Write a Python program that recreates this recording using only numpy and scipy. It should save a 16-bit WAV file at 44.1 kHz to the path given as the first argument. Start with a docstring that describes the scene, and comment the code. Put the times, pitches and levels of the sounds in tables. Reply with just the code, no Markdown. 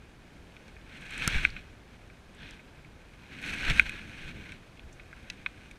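"""An angler in a kayak on a calm sea casts twice, heard by a body-worn camera in a plastic case.
Water and breeze wash low throughout. About 1 s in, the first swing drags a sleeve over the case:
a swelling swish, a sharp snap, a shove of air, then a knock as the arms stop. Tackle ticks faintly
until the second swing whips through at 3.7 s and ends in the hardest knock. The hull rocks gently,
the sleeve rustles on, the reel clicks at 5.3 s and two lighter knocks follow."""
import sys
import numpy as np
from scipy import signal
from scipy.fft import rfft, irfft, next_fast_len
from scipy.io import wavfile
from scipy.ndimage import uniform_filter1d

SR = 44100
rng = np.random.default_rng(int(sys.argv[2]) if len(sys.argv) > 2 else 0)


def persist_wave(psi):
    """Save psi, clipped to +-1, as 16-bit WAV."""
    counts = np.round(np.clip(psi, -1, 1) * 32767).astype(np.int16)
    wavfile.write(sys.argv[1], SR, np.atleast_2d(counts).T)


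N = 254898
TIME = np.arange(N) / SR
TOP_HZ = 15400

# EQ curves of the noise layers: frequency_hz, gain_db
SEA_EQ = [(15, -14), (24, -2), (47, -0.5), (100, -6.5), (160, -8.5), (320, -13), (650, -18), (1100, -22),
          (1500, -22), (1900, -25), (2400, -29.5), (3200, -29), (6500, -38), (11000, -44.5), (15000, -53.5)]  # water and breeze
BRUSH_EQ = [(900, -8), (1300, -17), (1600, 6), (2300, -4), (3400, 3.5), (4200, -6), (4800, -16),
            (5600, -14), (7000, -39), (15000, -47)]  # sleeve on jacket
LOW_SWELL_EQ = [(5, -12), (14, -3.5), (25, 1), (45, -5.5), (80, -15), (160, -23), (500, -78.5)]  # shoved air and the rocking hull
CLOTH_EQ = [(300, -11), (750, -6.5), (1150, -8), (1700, 7), (1900, -1.5), (2150, -10.5), (2800, 2.5),
            (4000, -13), (5000, -17.5), (8000, -28), (16000, -44.5)]  # friction heard straight through the air
HISS_EQ = [(2000, -9), (4900, 4.5), (6300, 5.5), (7200, -0.5), (9000, 1.5), (11000, -8), (13000, -14),
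           (15500, -24.5)]  # fibre hiss
RUMBLE_EQ = [(30, -7), (90, -0.5), (170, -1), (270, -2), (400, -13.5), (600, -20.5), (1500, -49.5)]  # cloth rumble
SNAP_EQ = [(200, -13), (600, -3), (950, -8), (1400, 3), (2500, 5.5), (4500, -1.5), (6500, -2), (9000, 1.5),
           (12000, -10), (16000, -26)]  # the crack of the snap

# resonances of the plastic case: pitch_hz, width_hz, gain_db
CASE_MODES = [(1200, 350, -24), (1534, 106, -1.5), (2005, 420, -4), (2212, 223, 2), (2510, 150, 0.5),
              (3320, 290, -10), (3720, 165, -10.5), (4075, 190, -11), (4400, 110, -18), (5580, 220, -19),
              (6380, 130, -26), (7500, 200, -24), (8350, 700, -42.5), (10800, 370, -33.5)]
# ring of the reel's metal: pitch_hz, gain_db, t60_s
REEL_MODES = [(1410, -23, 0.056), (1700, -12.5, 0.033), (1970, -10, 0.035), (2622, -3, 0.022),
              (3101, -27, 0.055), (3980, 0, 0.018), (4030, -13, 0.02), (6180, -6.5, 0.012)]
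# light ticks of tackle and clothing, plus the dull thud of the knock at 5.46 s:
# start_s, peak_db, pitch_hz, spread_octaves, t60_s
TICKS_AND_THUD = [(0.6804, -47.5, 5000, .7, 0.0072), (1.1073, -42.5, 7750, 0.22, 0.0087),
                  (1.1787, -35, 7800, 0.22, 0.0073), (1.502, -37, 4500, 0.34, 0.017),
                  (2.3482, -52, 8000, .2, .0085), (2.5086, -40.5, 6150, 0.47, .0075),
                  (3.6987, -18, 2910, 0.6, 0.014), (3.893, -42, 7400, .4, .018),
                  (4.5197, -46, 6500, .45, .014), (4.794, -38, 2800, 0.31, 0.012),
                  (4.9258, -50.5, 6860, 0.26, .056), (5.4613, -37.5, 1150, 0.27, 0.024),
                  (5.711, -48.5, 4930, 0.78, 0.031)]
# runs of cloth crackle: start_s, end_s, crackles_per_s, typical_peak_db, pitch_hz, spread_octaves
CREASE_RUNS = [(0.969, 1.161, 70, -55.5, 7950, 0.16), (3.412, 3.556, 80, -44.5, 5540, 0.89),
               (3.803, 3.908, 40, -47, 6000, 0.68)]
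# the sleeve brushes the jacket, further from the case: start_s, end_s, level_db
JACKET_BRUSHES = [(2.38, 2.52, -54), (4.194, 4.27, -57)]
# the sleeve never lies quite still: swish_db, hiss_relative_db, rumble_relative_db
SLEEVE_REST = (-64.5, -12.5, 1)
# arm moves drag the sleeve over the case: start_s, end_s, swish_db, hiss_relative_db, rumble_relative_db
ARM_MOVES = [(0.946, 1.13, -51.5, -20.5, -4.5), (1.208, 1.444, -36.5, -18.5, -10),
             (1.567, 1.577, -48, -27, -2.5), (2.454, 2.548, -54.5, -18, -7), (3.36, 3.426, -50, -24, 1.5),
             (3.47, 3.7, -39.5, -16.5, -7), (3.76, 3.791, -35, -16, -8), (3.857, 3.975, -44.5, -20, -5),
             (4.037, 4.296, -49, -16.5, -2.5), (4.35, 4.54, -52, -20, 2.5), (5.193, 5.674, -60, -14.5, -4)]
# the forward whip of each cast: top_speed_s, swish_db
CAST_WHIPS = [(1.354, -34), (3.698, -29)]
# air shoved by the two casts, then the hull rocking gently twice: crest_s, level_db
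LOW_SWELLS = [(1.371, -23), (3.712, -22.5), (4.26, -39), (4.87, -42.5)]
# dull knocks on the case: start_s, peak_db, low_cut_hz, high_cut_hz
CASE_KNOCKS = [(0.565, -39.5, 1400, 6000), (0.6806, -43, 1400, 6000), (0.765, -42, 970, 2580),
               (1.2204, -22, 1300, 3200), (1.4498, -4.5, 1360, 2730), (1.5645, -28, 700, 2400),
               (2.0994, -41, 1000, 2600), (2.5926, -41.5, 1000, 2490), (2.845, -50, 1800, 2400),
               (3.4388, -26, 1200, 4000), (3.7952, 1, 1350, 2800), (3.8935, -21.5, 1420, 4100),
               (4.52, -31, 1600, 4500), (4.996, -37, 900, 3000), (5.128, -34.5, 1100, 1900),
               (5.4615, -15.5, 600, 3300), (5.711, -38, 1600, 4500)]


def undb(db):
    """Decibels to gain."""
    return 10 ** (np.asarray(db) / 20)


def unit(x):
    """Scale to rms 1."""
    return x / np.sqrt(np.mean(x ** 2))


def place(track, start_s, sound, peak_db):
    """Drop a one-shot onto the track at the given peak level."""
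    i = int(start_s * SR)
    track[i:i + len(sound)] += (undb(peak_db) * sound / np.abs(sound).max())[:N - i]


def eq(x, curve):
    """Shape x with an EQ curve drawn over log frequency."""
    hz, db = np.transpose(curve)
    size = next_fast_len(len(x) + SR // 10)
    bins_hz = np.maximum(np.fft.rfftfreq(size, 1 / SR), 1)
    gain = undb(np.interp(np.log(bins_hz), np.log(hz), db))
    return irfft(rfft(x, size) * gain, size)[:len(x)]


def noise(curve):
    """Noise of rms 1, coloured by an EQ curve."""
    return unit(eq(rng.standard_normal(N), curve))


def flutter(rate_hz, depth_db):
    """A gain that glides between random levels, depth_db rms around unity."""
    step = int(SR / rate_hz)
    levels = np.repeat(rng.standard_normal(N // step + 1), step)
    return undb(depth_db * unit(uniform_filter1d(levels, step)[:N]))


def swell(start_s, end_s, rise_db_per_s, fall_db_per_s):
    """An envelope that reaches 1 at start_s, holds until end_s and fades."""
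    early_s, late_s = np.maximum(start_s - TIME, 0), np.maximum(TIME - end_s, 0)
    return undb(-rise_db_per_s * early_s - fall_db_per_s * late_s)


def burst(t60_s, rise_s, size=4096):
    """A quick rattle of tiny contacts that dies away."""
    t = np.arange(size) / SR
    return rng.standard_normal(size) * (1 - np.exp(-t / rise_s)) * undb(-60 * t / t60_s)


def ring(modes, rise_s, size=4096):
    """Modes (pitch_hz, gain_db, t60_s) set ringing by a short contact."""
    t = np.arange(size) / SR
    tones = sum(undb(db - 60 * t / t60_s) * np.sin(2 * np.pi * hz * t) for hz, db, t60_s in modes)
    return tones * (1 - np.exp(-t / rise_s))


def tick(hz, octaves, t60_s):
    """A short contact that rings briefly in one band."""
    edges_hz = [hz / 2 ** octaves, min(hz * 2 ** octaves, TOP_HZ)]
    band = signal.butter(2, edges_hz, "bandpass", fs=SR, output="sos")
    return signal.sosfilt(band, burst(t60_s, rise_s=0.00054))


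def slips(per_s, scatter_db):
    """Countless fibres catch and let go: dense clicks of uneven size."""
    sizes = undb(scatter_db * np.minimum(rng.exponential(size=N), 2 * np.pi))
    slipping = rng.random(N) < per_s / SR
    return unit(slipping * sizes * rng.choice([-1, 1], N))


def case_body(x):
    """The plastic case resonates; neighbouring modes swing in opposite polarity."""
    return sum((-1) ** k * undb(db) * signal.lfilter(*signal.iirpeak(hz, hz / width_hz, fs=SR), x)
               for k, (hz, width_hz, db) in enumerate(CASE_MODES))


def sea(level_db=-53):
    """The bed of water and breeze: the low wash laps unevenly at the hull, the far hiss stays smooth."""
    wash = noise(SEA_EQ)
    lows = signal.sosfiltfilt(signal.butter(2, 350, fs=SR, output="sos"), wash)
    lapping = lows * flutter(rate_hz=27, depth_db=1.1)
    far_hiss = (wash - lows) * flutter(rate_hz=3.8, depth_db=0.5)
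    return undb(level_db) * (lapping + far_hiss)


def fidgets(per_s=2.6, peak_db=-51, spread_db=7, low_hz=1800, high_hz=3000):
    """Handled tackle gives barely audible ticks at random moments and pitches."""
    track = np.zeros(N)
    for when, size, pitch in rng.random((int(per_s * N / SR), 3)):
        hz = low_hz * (high_hz / low_hz) ** pitch
        db = peak_db + spread_db * (size - 0.5)
        place(track, when * TIME[-1], tick(hz, octaves=0.35, t60_s=0.01), db)
    return track


def jacket_brush():
    """Cloth on cloth: a broad, dry rasp."""
    gain = sum(undb(db) * swell(start_s, end_s, rise_db_per_s=520, fall_db_per_s=220)
               for start_s, end_s, db in JACKET_BRUSHES)
    return gain * unit(eq(slips(per_s=4600, scatter_db=4), BRUSH_EQ))


def creases(spread_db=12):
    """Folds of the sleeve buckle in short, irregular runs of crackle."""
    track = np.zeros(N)
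    for start_s, end_s, per_s, db, hz, octaves in CREASE_RUNS:
        count = max(int((end_s - start_s) * per_s), 1)
        for k, (late, size) in enumerate(rng.random((count, 2))):
            at_s = start_s + (end_s - start_s) * (k + late) / count
            place(track, at_s, tick(hz, octaves, t60_s=0.0065), db + spread_db * (size - 0.5))
    return track


def ticks_and_thud():
    """Tackle and clothing tick lightly and one case knock gets a dull thud, each in its own band."""
    track = np.zeros(N)
    for start_s, db, hz, octaves, t60_s in TICKS_AND_THUD:
        place(track, start_s, tick(hz, octaves, t60_s), db)
    return track


def reel_click(start_s=5.2999):
    """A metal part of the reel clicks home and rings briefly."""
    track = np.zeros(N)
    place(track, start_s, tick(hz=3480, octaves=0.53, t60_s=0.018), peak_db=-26.5)
    place(track, start_s, ring(REEL_MODES, rise_s=0.0011), peak_db=-26)
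    return track


def snap(start_s=1.2761, thump_hz=160, thump_t60_s=0.019):
    """Something flicks across the microphone: a bright crack and a short ping on a low thump."""
    track, t = np.zeros(N), np.arange(SR // 10) / SR
    crack = eq(burst(t60_s=0.01, rise_s=0.00095), SNAP_EQ)
    ping = ring([(1370, 0, 0.017), (6300, -3.5, 0.013)], rise_s=0.00082)
    thump = np.sin(2 * np.pi * thump_hz * t) * undb(-60 * t / thump_t60_s)
    place(track, start_s, crack, peak_db=-10.5)
    place(track, start_s, ping, peak_db=-16.5)
    place(track, start_s, thump, peak_db=-18.5)
    return track


def arm_envelopes(whip_hiss_db=-26, whip_rumble_db=-9):
    """Arm motion rides the swish, hiss and rumble faders; each move stops faster than it starts."""
    gestures = [(np.ones(N), *SLEEVE_REST)]
    for start_s, end_s, *levels in ARM_MOVES:
        gestures.append((swell(start_s, end_s, rise_db_per_s=116, fall_db_per_s=240), *levels))
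    for top_speed_s, db in CAST_WHIPS:
        whip = swell(top_speed_s, top_speed_s, rise_db_per_s=184, fall_db_per_s=375)
        gestures.append((whip, db, whip_hiss_db, whip_rumble_db))  # pressed cloth sounds dull
    power = sum(np.outer(undb([db, db + hiss_db, db + rumble_db]), shape) ** 2
                for shape, db, hiss_db, rumble_db in gestures)
    return np.sqrt(power)


def air_and_hull(swish_gain, draught_db=-11, tail_db=-14, tail_hold_s=0.1):
    """Low swells with weaker tails: air shoved by the two casts, then the hull rocking gently."""
    power = (undb(draught_db) * swish_gain) ** 2  # a moving arm also stirs a draught
    for crest_s, db in LOW_SWELLS:
        crest = swell(crest_s, crest_s, rise_db_per_s=260, fall_db_per_s=482)
        tail = swell(crest_s, crest_s + tail_hold_s, rise_db_per_s=260, fall_db_per_s=139)
        power += (undb(db) * crest) ** 2 + (undb(db + tail_db) * tail) ** 2
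    sub = signal.hilbert(noise(LOW_SWELL_EQ))
    rounded = unit(sub.real / (np.abs(sub) + 1.1))  # soft compression evens out the peaks
    return np.sqrt(power) * rounded


def sleeve_swish(swish_gain, hiss_gain, rumble_gain, direct_db=-4.5):
    """Sleeve friction rings the case; some arrives direct, with fibre hiss on top and rumble below."""
    grip = flutter(rate_hz=70, depth_db=1.64)  # the cloth grabs and slides by turns
    friction = slips(per_s=9000, scatter_db=3.5) * grip
    ringing = unit(case_body(friction))
    direct = unit(eq(slips(per_s=9000, scatter_db=2.5) * grip, CLOTH_EQ))
    hiss = unit(eq(friction + 0.64 * rng.standard_normal(N), HISS_EQ))
    rumble = noise(RUMBLE_EQ) * flutter(rate_hz=30, depth_db=2)
    return swish_gain * (ringing + undb(direct_db) * direct) + hiss_gain * hiss + rumble_gain * rumble


def knocks(rebound_s=0.000818, rebound_db=-7.5, scuff_db=-24.5):
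    """A double contact and a scuff ring the case; the spot and softness of each hit set its band."""
    track, contacts = np.zeros(N), np.zeros(2048)
    contacts[0], contacts[int(rebound_s * SR)] = 1, undb(rebound_db)
    for start_s, db, low_hz, high_hz in CASE_KNOCKS:
        band = signal.butter(2, [low_hz, high_hz], "bandpass", fs=SR, output="sos")
        hit = case_body(signal.sosfilt(band, contacts))
        scuff = case_body(signal.sosfilt(band, burst(t60_s=0.026, rise_s=0.003)))
        place(track, start_s, hit, db)
        place(track, start_s, scuff, scuff_db + db / 2)  # gentle knocks carry a larger share of scuff
    return track


def scene():
    """The mono mix at the camera's microphone."""
    swish_gain, hiss_gain, rumble_gain = arm_envelopes()
    motion = sleeve_swish(swish_gain, hiss_gain, rumble_gain) + jacket_brush() + air_and_hull(swish_gain)
    return (motion + sea() + snap() + knocks() + reel_click() + ticks_and_thud()
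            + creases() + fidgets())[None]


def record(dry):
    """The camera clips at full scale and cuts the top end."""
    high_cut = signal.ellip(8, 0.2, 70, TOP_HZ, fs=SR, output="sos")
    return signal.sosfilt(high_cut, np.clip(dry, -1, 1))


dry = scene()
out = record(dry)
persist_wave(out)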